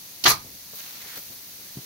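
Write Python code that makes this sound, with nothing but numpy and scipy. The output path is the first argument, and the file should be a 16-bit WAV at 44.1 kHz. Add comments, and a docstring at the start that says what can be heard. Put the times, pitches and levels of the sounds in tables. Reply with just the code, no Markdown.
"""A pneumatic nailer fires one brad through a wood strip into a board, in a small workshop.
Its valve snaps, the driver slams down and rebounds, ringing the metal body and the board,
and the spent air puffs out of the exhaust. Over a steady hiss, clothes and hose brush past
the microphone; then the nailer's nose is set down with a soft thud."""
import sys
import numpy as np
from scipy import signal
from scipy.fft import rfft, irfft
from scipy.io import wavfile
from scipy.ndimage import uniform_filter1d

SR = 44100
rng = np.random.default_rng(int(sys.argv[2]) if len(sys.argv) > 2 else 0)


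def wav_record(signal):
    """Record a signal, one row per channel, as 16-bit PCM in the file named by sys.argv[1]."""
    frames = np.transpose(np.atleast_2d(signal))
    bounded = np.clip(frames, -1, 1)
    # unit amplitude maps onto the largest positive 16-bit level
    quanta = np.round(bounded * 32767).astype(np.int16)
    wavfile.write(sys.argv[1], SR, quanta)


N = 81585

# blows of the driver and the recoiling tool (time [s], crack level [dB], push on the board [dB])
BLOWS = [(0.2544, -20.5, -18), (0.2575, -15.5, -22), (0.2618, -9, -38), (0.2678, -12.5, -22),
         (0.2709, -13.5, -18), (0.276, -14.5, -28)]
# tone of a crack, from bass to treble (frequency [Hz], relative level [dB])
CRACK_TONE = [(60, -13.5), (250, -10), (500, -5), (850, -1.5), (1700, 3), (2300, -3.5), (4200, -2.5),
              (6500, -7), (8500, -14.5), (11000, -23), (16000, -18)]
def driver():
    """The driver, the rod that hits the nail, slams down: each blow is a sharp tick and a short crack."""
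    power = 0
    for start, db, _ in BLOWS:
        crack = envelope(start, rise=0.0005, fade=0.047)
        tick = amp(-1.5) * envelope(start, rise=0.0005, fade=0.0028)
        power += (amp(db) * (crack + tick)) ** 2
    return shaped_noise(CRACK_TONE) * np.sqrt(power)

# high notes of the metal body and nail magazine (frequency [Hz], relative level [dB], fade time [s])
METAL_NOTES = [(1521, -18, 0.083), (1682, -3, 0.1), (1766, -6.5, .11), (1900, -19, .11), (2927, -17, 0.14),
               (3886, -16, .11), (4050, -7, 0.14), (4150, -13, 0.07), (4250, -14, .12), (4404, -21, 0.084),
               (4581, -11.5, 0.14), (4644, -16, .15), (6570, -11.5, 0.22), (8100, -18, 0.24)]
def metal_body():
    """The shot sets the metal ringing; left and right hear each note at a different point in its wave."""
    phases = rng.random((len(METAL_NOTES), 2, 1))
    start = BLOWS[1][0]  # the second blow
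    ring = 0
    for (hz, db, fade), phase in zip(METAL_NOTES, phases):
        wave = np.sin(2 * np.pi * (hz * clock() + phase))
        ring += amp(db) * envelope(start, rise=0.003, fade=fade) * wave
    return amp(-13) * ring

# low and middle ringing notes of the board and the nailer's body
# (frequency [Hz], relative level [dB], fade time [s])
BOARD_AND_BODY_NOTES = [(137, -15, .12), (178, -11, 0.11), (275, -21.5, 0.12), (356, -14.5, 0.058),
                        (409.3, -8.5, .08), (575, -19.5, 0.12), (768, -3, .13), (903, -9.5, 0.12),
                        (993, 2, 0.15), (1073, -16, 0.16), (1130, -15, .13), (1160, -16, .13),
                        (1281, -16, .13)]
def board_and_body(pushes, contact_s, damping=1):
    """Pushes make the board and the nailer's body ring; a longer contact leaves only the low notes."""
    t = clock()
    ring = -sum(amp(db) * decay(t, fade / damping) * np.sin(2 * np.pi * hz * t)
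                for hz, db, fade in BOARD_AND_BODY_NOTES)
    force = sum(amp(db) * np.sin(np.pi * np.clip((t - start) / contact_s, 0, 1)) ** 2
                for start, db in pushes)
    motion = signal.fftconvolve(force * 2 / (contact_s * SR), ring)[:N]
    # below 135 Hz the board moves little air
    return signal.sosfilt(signal.butter(3, 135, "high", fs=SR, output="sos"), motion)

# tone of the air jet (frequency [Hz], relative level [dB])
JET_TONE = [(40, -24), (200, -2.5), (600, -0.5), (1500, 0.5), (3000, -5.5), (4500, 3), (6500, 2), (8500, 2),
            (11000, -5.5), (16000, -14)]
# tone of the jet's brightest part (frequency [Hz], relative level [dB])
FIZZ_TONE = [(2000, -38), (6000, -5), (8500, -5.5), (11000, 5.5), (13000, -2), (16000, -3)]
# hollow notes of the exhaust cap (frequency [Hz], width [Hz], level [dB], fade time [s])
CAP_NOTES = [(865, 250, -35.5, 0.24), (1196, 305, -25.5, 0.18), (2285, 410, -27.5, 0.12),
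             (4510, 750, -28.5, 0.11), (5910, 680, -30, 0.097)]
def exhaust():
    """Spent air jets out with a low whump and sounds the cap; it fizzes while the pressure is high."""
    start, rise = 0.2741, 0.0078  # seconds
    jet = amp(-20) * shaped_noise(JET_TONE) * envelope(start, rise, fade=0.11, hold=0.033)
    fizz = amp(-18.5) * shaped_noise(FIZZ_TONE) * envelope(0.2726, rise=0.014, fade=0.12, hold=0.015)
    hollow = sum(amp(db) * band(hz, width) * envelope(start, rise, fade, hold=0.031)
                 for hz, width, db, fade in CAP_NOTES)
    whump = amp(-32) * band(hz=108, width=77) * envelope(start, rise, fade=0.25)
    return (jet + fizz + hollow) * waver(rate_hz=560, depth_db=0.8) + whump

# snaps of the trigger valve (time [s], level [dB])
SNAPS = [(0.2388, -21), (0.241, -14.5), (0.245, -18.5), (0.25, -23)]
# tone of a snap (frequency [Hz], relative level [dB])
SNAP_TONE = [(100, -17), (600, -12), (2000, -17), (3000, -1.5), (3600, -7.5), (4100, -2.5), (5900, 0),
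             (8500, -14), (11500, -5.5), (13000, -19), (16000, -14)]
def valve():
    """The trigger valve gives a few quick, bright snaps just before the shot."""
    power = sum((amp(db) * envelope(start, rise=0.00059, fade=0.024)) ** 2 for start, db in SNAPS)
    return shaped_noise(SNAP_TONE) * np.sqrt(power)

# touches of the nose on the wood strip (time [s], push on the board [dB])
NOSE_TOUCHES = [(1.7565, -32), (1.7697, -15.5), (1.7845, -20.5)]
def set_down():
    """The nose lands with a soft thud; the ringing fades faster with the tool resting on the board."""
    return board_and_body(NOSE_TOUCHES, contact_s=0.004, damping=2.2)

# loudness of the brushing clothes (time [s], level [dB])
BRUSH_LEVELS = [(.68, -63), (.74, -51.5), (.81, -42), (.94, -45.5), (1.06, -43), (1.13, -43), (1.17, -39.5),
                (1.22, -51), (1.4, -59), (1.85, -52.5)]
# tone of the brushing (frequency [Hz], relative level [dB])
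BRUSH_TONE = [(80, -13), (300, -5.5), (900, -3), (1900, 0), (3000, 0.5), (4500, 0.5), (6500, 1),
              (9000, -4.5), (16000, -2.5)]
# loudness of the fine, high swish (time [s], level [dB])
SWISH_LEVELS = [(.69, -63), (.745, -38.5), (.79, -40), (.87, -46.5), (1.1, -51), (1.18, -36), (1.22, -43.5),
                (1.34, -45), (1.39, -50), (1.85, -51)]
# tone of the swish (frequency [Hz], relative level [dB])
SWISH_TONE = [(1000, -29), (5000, -6), (8500, 0), (12000, 1), (16000, 4)]
def brushing():
    """Clothes and hose brush past with a broad rustle and a high swish."""
    rustle = shaped_noise(BRUSH_TONE) * level(BRUSH_LEVELS)
    swish = shaped_noise(SWISH_TONE) * level(SWISH_LEVELS)
    return rustle + swish

# hollow note of the rubbing cloth (time [s], pitch [Hz], level [dB])
RUB_PATH = [(.76, 2393, -84), (.87, 2296, -61), (1.0, 2102, -59), (1.11, 1800, -53), (1.18, 1603, -52),
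            (1.22, 1600, -76)]
def rubbing():
    """Rubbing cloth has a hollow note that sinks as it passes."""
    times, hz, db = np.transpose(RUB_PATH)
    phase = 2 * np.pi * np.cumsum(np.interp(clock(), times, hz)) / SR
    # multiplying low noise by a wave moves it up to the wave's pitch
    hollow = band(0, width=920) * np.cos(phase) - band(0, width=920) * np.sin(phase)
    return unit(hollow) * amp(np.interp(clock(), times, db))

# soft knocks (time [s], level [dB], fade time [s], treble cut above [Hz])
KNOCKS = [(0.438, -46.5, 0.32, 300), (.54, -54, 0.13, 250), (0.731, -43, 0.048, 704),
          (1.034, -51.5, 0.074, 250), (1.058, -52, 0.087, 447), (1.166, -45.5, 0.14, 590),
          (1.294, -50.5, 0.23, 506), (1.581, -55, 0.43, 402.5), (1.77, -47, 0.093, 650)]
# tone of a knock before its treble is cut (frequency [Hz], relative level [dB])
KNOCK_TONE = [(30, -28), (90, -7), (200, -2.5), (400, -2), (900, -3), (16000, -6)]
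def knocks():
    """Handling the tool and moving about make soft, dull knocks."""
    source = shaped_noise(KNOCK_TONE)
    sound = 0
    for start, db, fade, hz in KNOCKS:
        dull = unit(signal.lfilter(*signal.butter(2, hz, fs=SR), source))
        sound += amp(db) * envelope(start, rise=0.0059, fade=fade) * dull
    return sound

# bounces off board, cabinet and wall (left delay [s], right delay [s], relative level [dB])
ECHOES = [(.0031, 0.0025, -10.5), (.0074, .0081, -15.5), (0.0136, .0121, -14.5), (0.0196, .0215, -22)]
def echoes(x):
    """Each nearby surface sends back one late, quieter copy of the sound."""
    def delayed(side, seconds):
        return np.pad(side, (round(seconds * SR), 0))[:N]
    return sum(amp(db) * np.array([delayed(x[0], left), delayed(x[1], right)])
               for left, right, db in ECHOES)

# how long sound lingers in the workshop (frequency [Hz], fade time [s])
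ROOM_FADES = [(80, 0.8), (160, 0.68), (350, 0.29), (1200, 0.21), (4000, 0.25), (12000, .13)]
def room(x):
    """Many echoes blur into a short tail that lasts longest in the bass."""
    hz, t, spectrum = signal.stft(noise(1), SR, nperseg=512)
    spectrum = spectrum * decay(t, look_up(ROOM_FADES, hz)[:, None])
    tail = signal.istft(spectrum, SR, nperseg=512)[1][:, :N]
    delay_s = 0.0054
    tail = tail * np.clip(clock() / delay_s - 1, 0, 1)
    return signal.fftconvolve(x, tail / np.linalg.norm(tail[0]), axes=1)[:, :N]

# tone of the background hiss (frequency [Hz], relative level [dB])
HISS_TONE = [(25, -9), (80, 0), (200, 2.5), (400, -4), (700, -5), (1300, -8), (2200, -3), (3300, -4),
             (4500, 0.5), (6000, 2), (9000, -0.5), (11000, 2), (13500, -1.5), (15500, 1)]
def hiss():
    """A quiet, steady hiss lies under everything."""
    return amp(-42) * shaped_noise(HISS_TONE)

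# how alike left and right sound (frequency [Hz], likeness [0-1])
LIKENESS = [(100, 0.93), (350, 0.83), (750, 0.42), (1500, 0), (3000, 0.02), (16000, .05)]
def noise(gain):
    """Stereo noise shaped by a gain for each frequency, alike on both sides in the bass."""
    left, other = rfft(rng.standard_normal((2, N)))
    same = np.clip(look_up(LIKENESS, frequencies()), 0, 1)
    right = same * left + np.sqrt(1 - same ** 2) * other
    return unit(irfft(np.array([left, right]) * gain, N))

def shaped_noise(tone):
    """Stereo noise that follows a tone table."""
    return noise(amp(look_up(tone, frequencies())))

def band(hz, width):
    """Stereo noise gathered around one pitch."""
    return noise(1 / (1 + ((frequencies() - hz) / width) ** 2) ** 2)

def decay(t, fade):
    """Dies away by 60 dB in each fade time."""
    return np.exp(-np.log(1000) * t / fade)

def envelope(start, rise, fade, hold=0):
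    """Loudness that rises, holds, then dies away; all times are in seconds."""
    t = clock() - start
    return np.clip(t / rise, 0, 1) * decay(np.maximum(t - rise - hold, 0), fade)

def level(curve):
    """Gain that follows a table of times and levels."""
    return amp(np.interp(clock(), *np.transpose(curve)))

def waver(rate_hz, depth_db):
    """A random flutter in loudness."""
    spectrum = rfft(rng.standard_normal(N)) * np.exp(-(frequencies() / rate_hz) ** 2)
    return amp(depth_db * unit(irfft(spectrum, N)))

def amp(db):
    """Turns decibels into a gain, the number a sound is multiplied by."""
    return 10 ** (np.asarray(db) / 20)

def unit(x):
    """Scales a sound to an average strength (rms) of 1."""
    return x / np.sqrt(np.mean(x ** 2) + 1e-20)

def look_up(table, hz):
    """Reads between a table's rows, with frequencies spaced like musical pitch."""
    row_hz, value = np.transpose(table)
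    return np.interp(np.log(hz + 1), np.log(row_hz + 1), value)

def clock():
    """Time of every sample."""
    return np.arange(N) / SR

def frequencies():
    """Frequency of every point in a spectrum."""
    return np.fft.rfftfreq(N, 1 / SR)

def scene():
    """The shot rings through the room; the set-down, handling noise and hiss have no echo."""
    thump = board_and_body([(start, push) for start, _, push in BLOWS], contact_s=0.0013)
    blast = driver() + exhaust()
    tool = valve() + blast + echoes(blast) + metal_body()
    tail = room(amp(-16) * tool + amp(-12) * thump)
    cloth = brushing() + rubbing()
    handling = knocks() + cloth * waver(rate_hz=110, depth_db=1.5)
    return tool + thump + set_down() + tail + handling + hiss()

# tone of the microphone's left opening (frequency [Hz], gain [dB])
LEFT_MIC_TONE = [(400, 0), (1000, 0.5), (3000, 1), (4500, 4.5), (5950, -6.5), (6250, -13), (7300, -7.5),
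                 (7700, -5), (8400, 2), (9500, -8.5), (10300, -9.5), (10500, 4.5), (15800, 4.5)]
# tone of its right opening (frequency [Hz], gain [dB])
RIGHT_MIC_TONE = [(400, -0.5), (1000, 1.5), (3000, 2), (4500, 4.5), (5200, 1), (5800, 5), (6750, 4),
                  (7400, -9.5), (8000, -12), (10300, -18), (10500, -1.5), (15800, 2)]
def record(dry):
    """The sound is coloured, loud moments are turned down a little, and the highest treble is cut."""
    loud_db, turn_down_share, recover_db_per_s = -25, 0.094, 38
    ceiling, top_hz = 0.9, 15820
    tone = amp([look_up(LEFT_MIC_TONE, frequencies()), look_up(RIGHT_MIC_TONE, frequencies())])
    x = irfft(rfft(dry) * tone, N)
    power_db = 10 * np.log10(abs(uniform_filter1d((x ** 2).mean(0), size=400)) + 1e-12)
    fall_db = clock() * recover_db_per_s
    peak_db = np.maximum.accumulate(power_db + fall_db) - fall_db  # jumps up, sinks slowly
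    over_db = np.maximum(peak_db - loud_db, 0)
    x = x / amp(turn_down_share * uniform_filter1d(over_db, size=200))
    x = x / (1 + (x / ceiling) ** 4) ** .25  # rounds off the tallest peaks
    treble_cut = signal.firwin(511, top_hz, window=("kaiser", 9), fs=SR)
    return signal.oaconvolve(x, treble_cut[None], "same")

dry = scene()
out = record(dry)
wav_record(out)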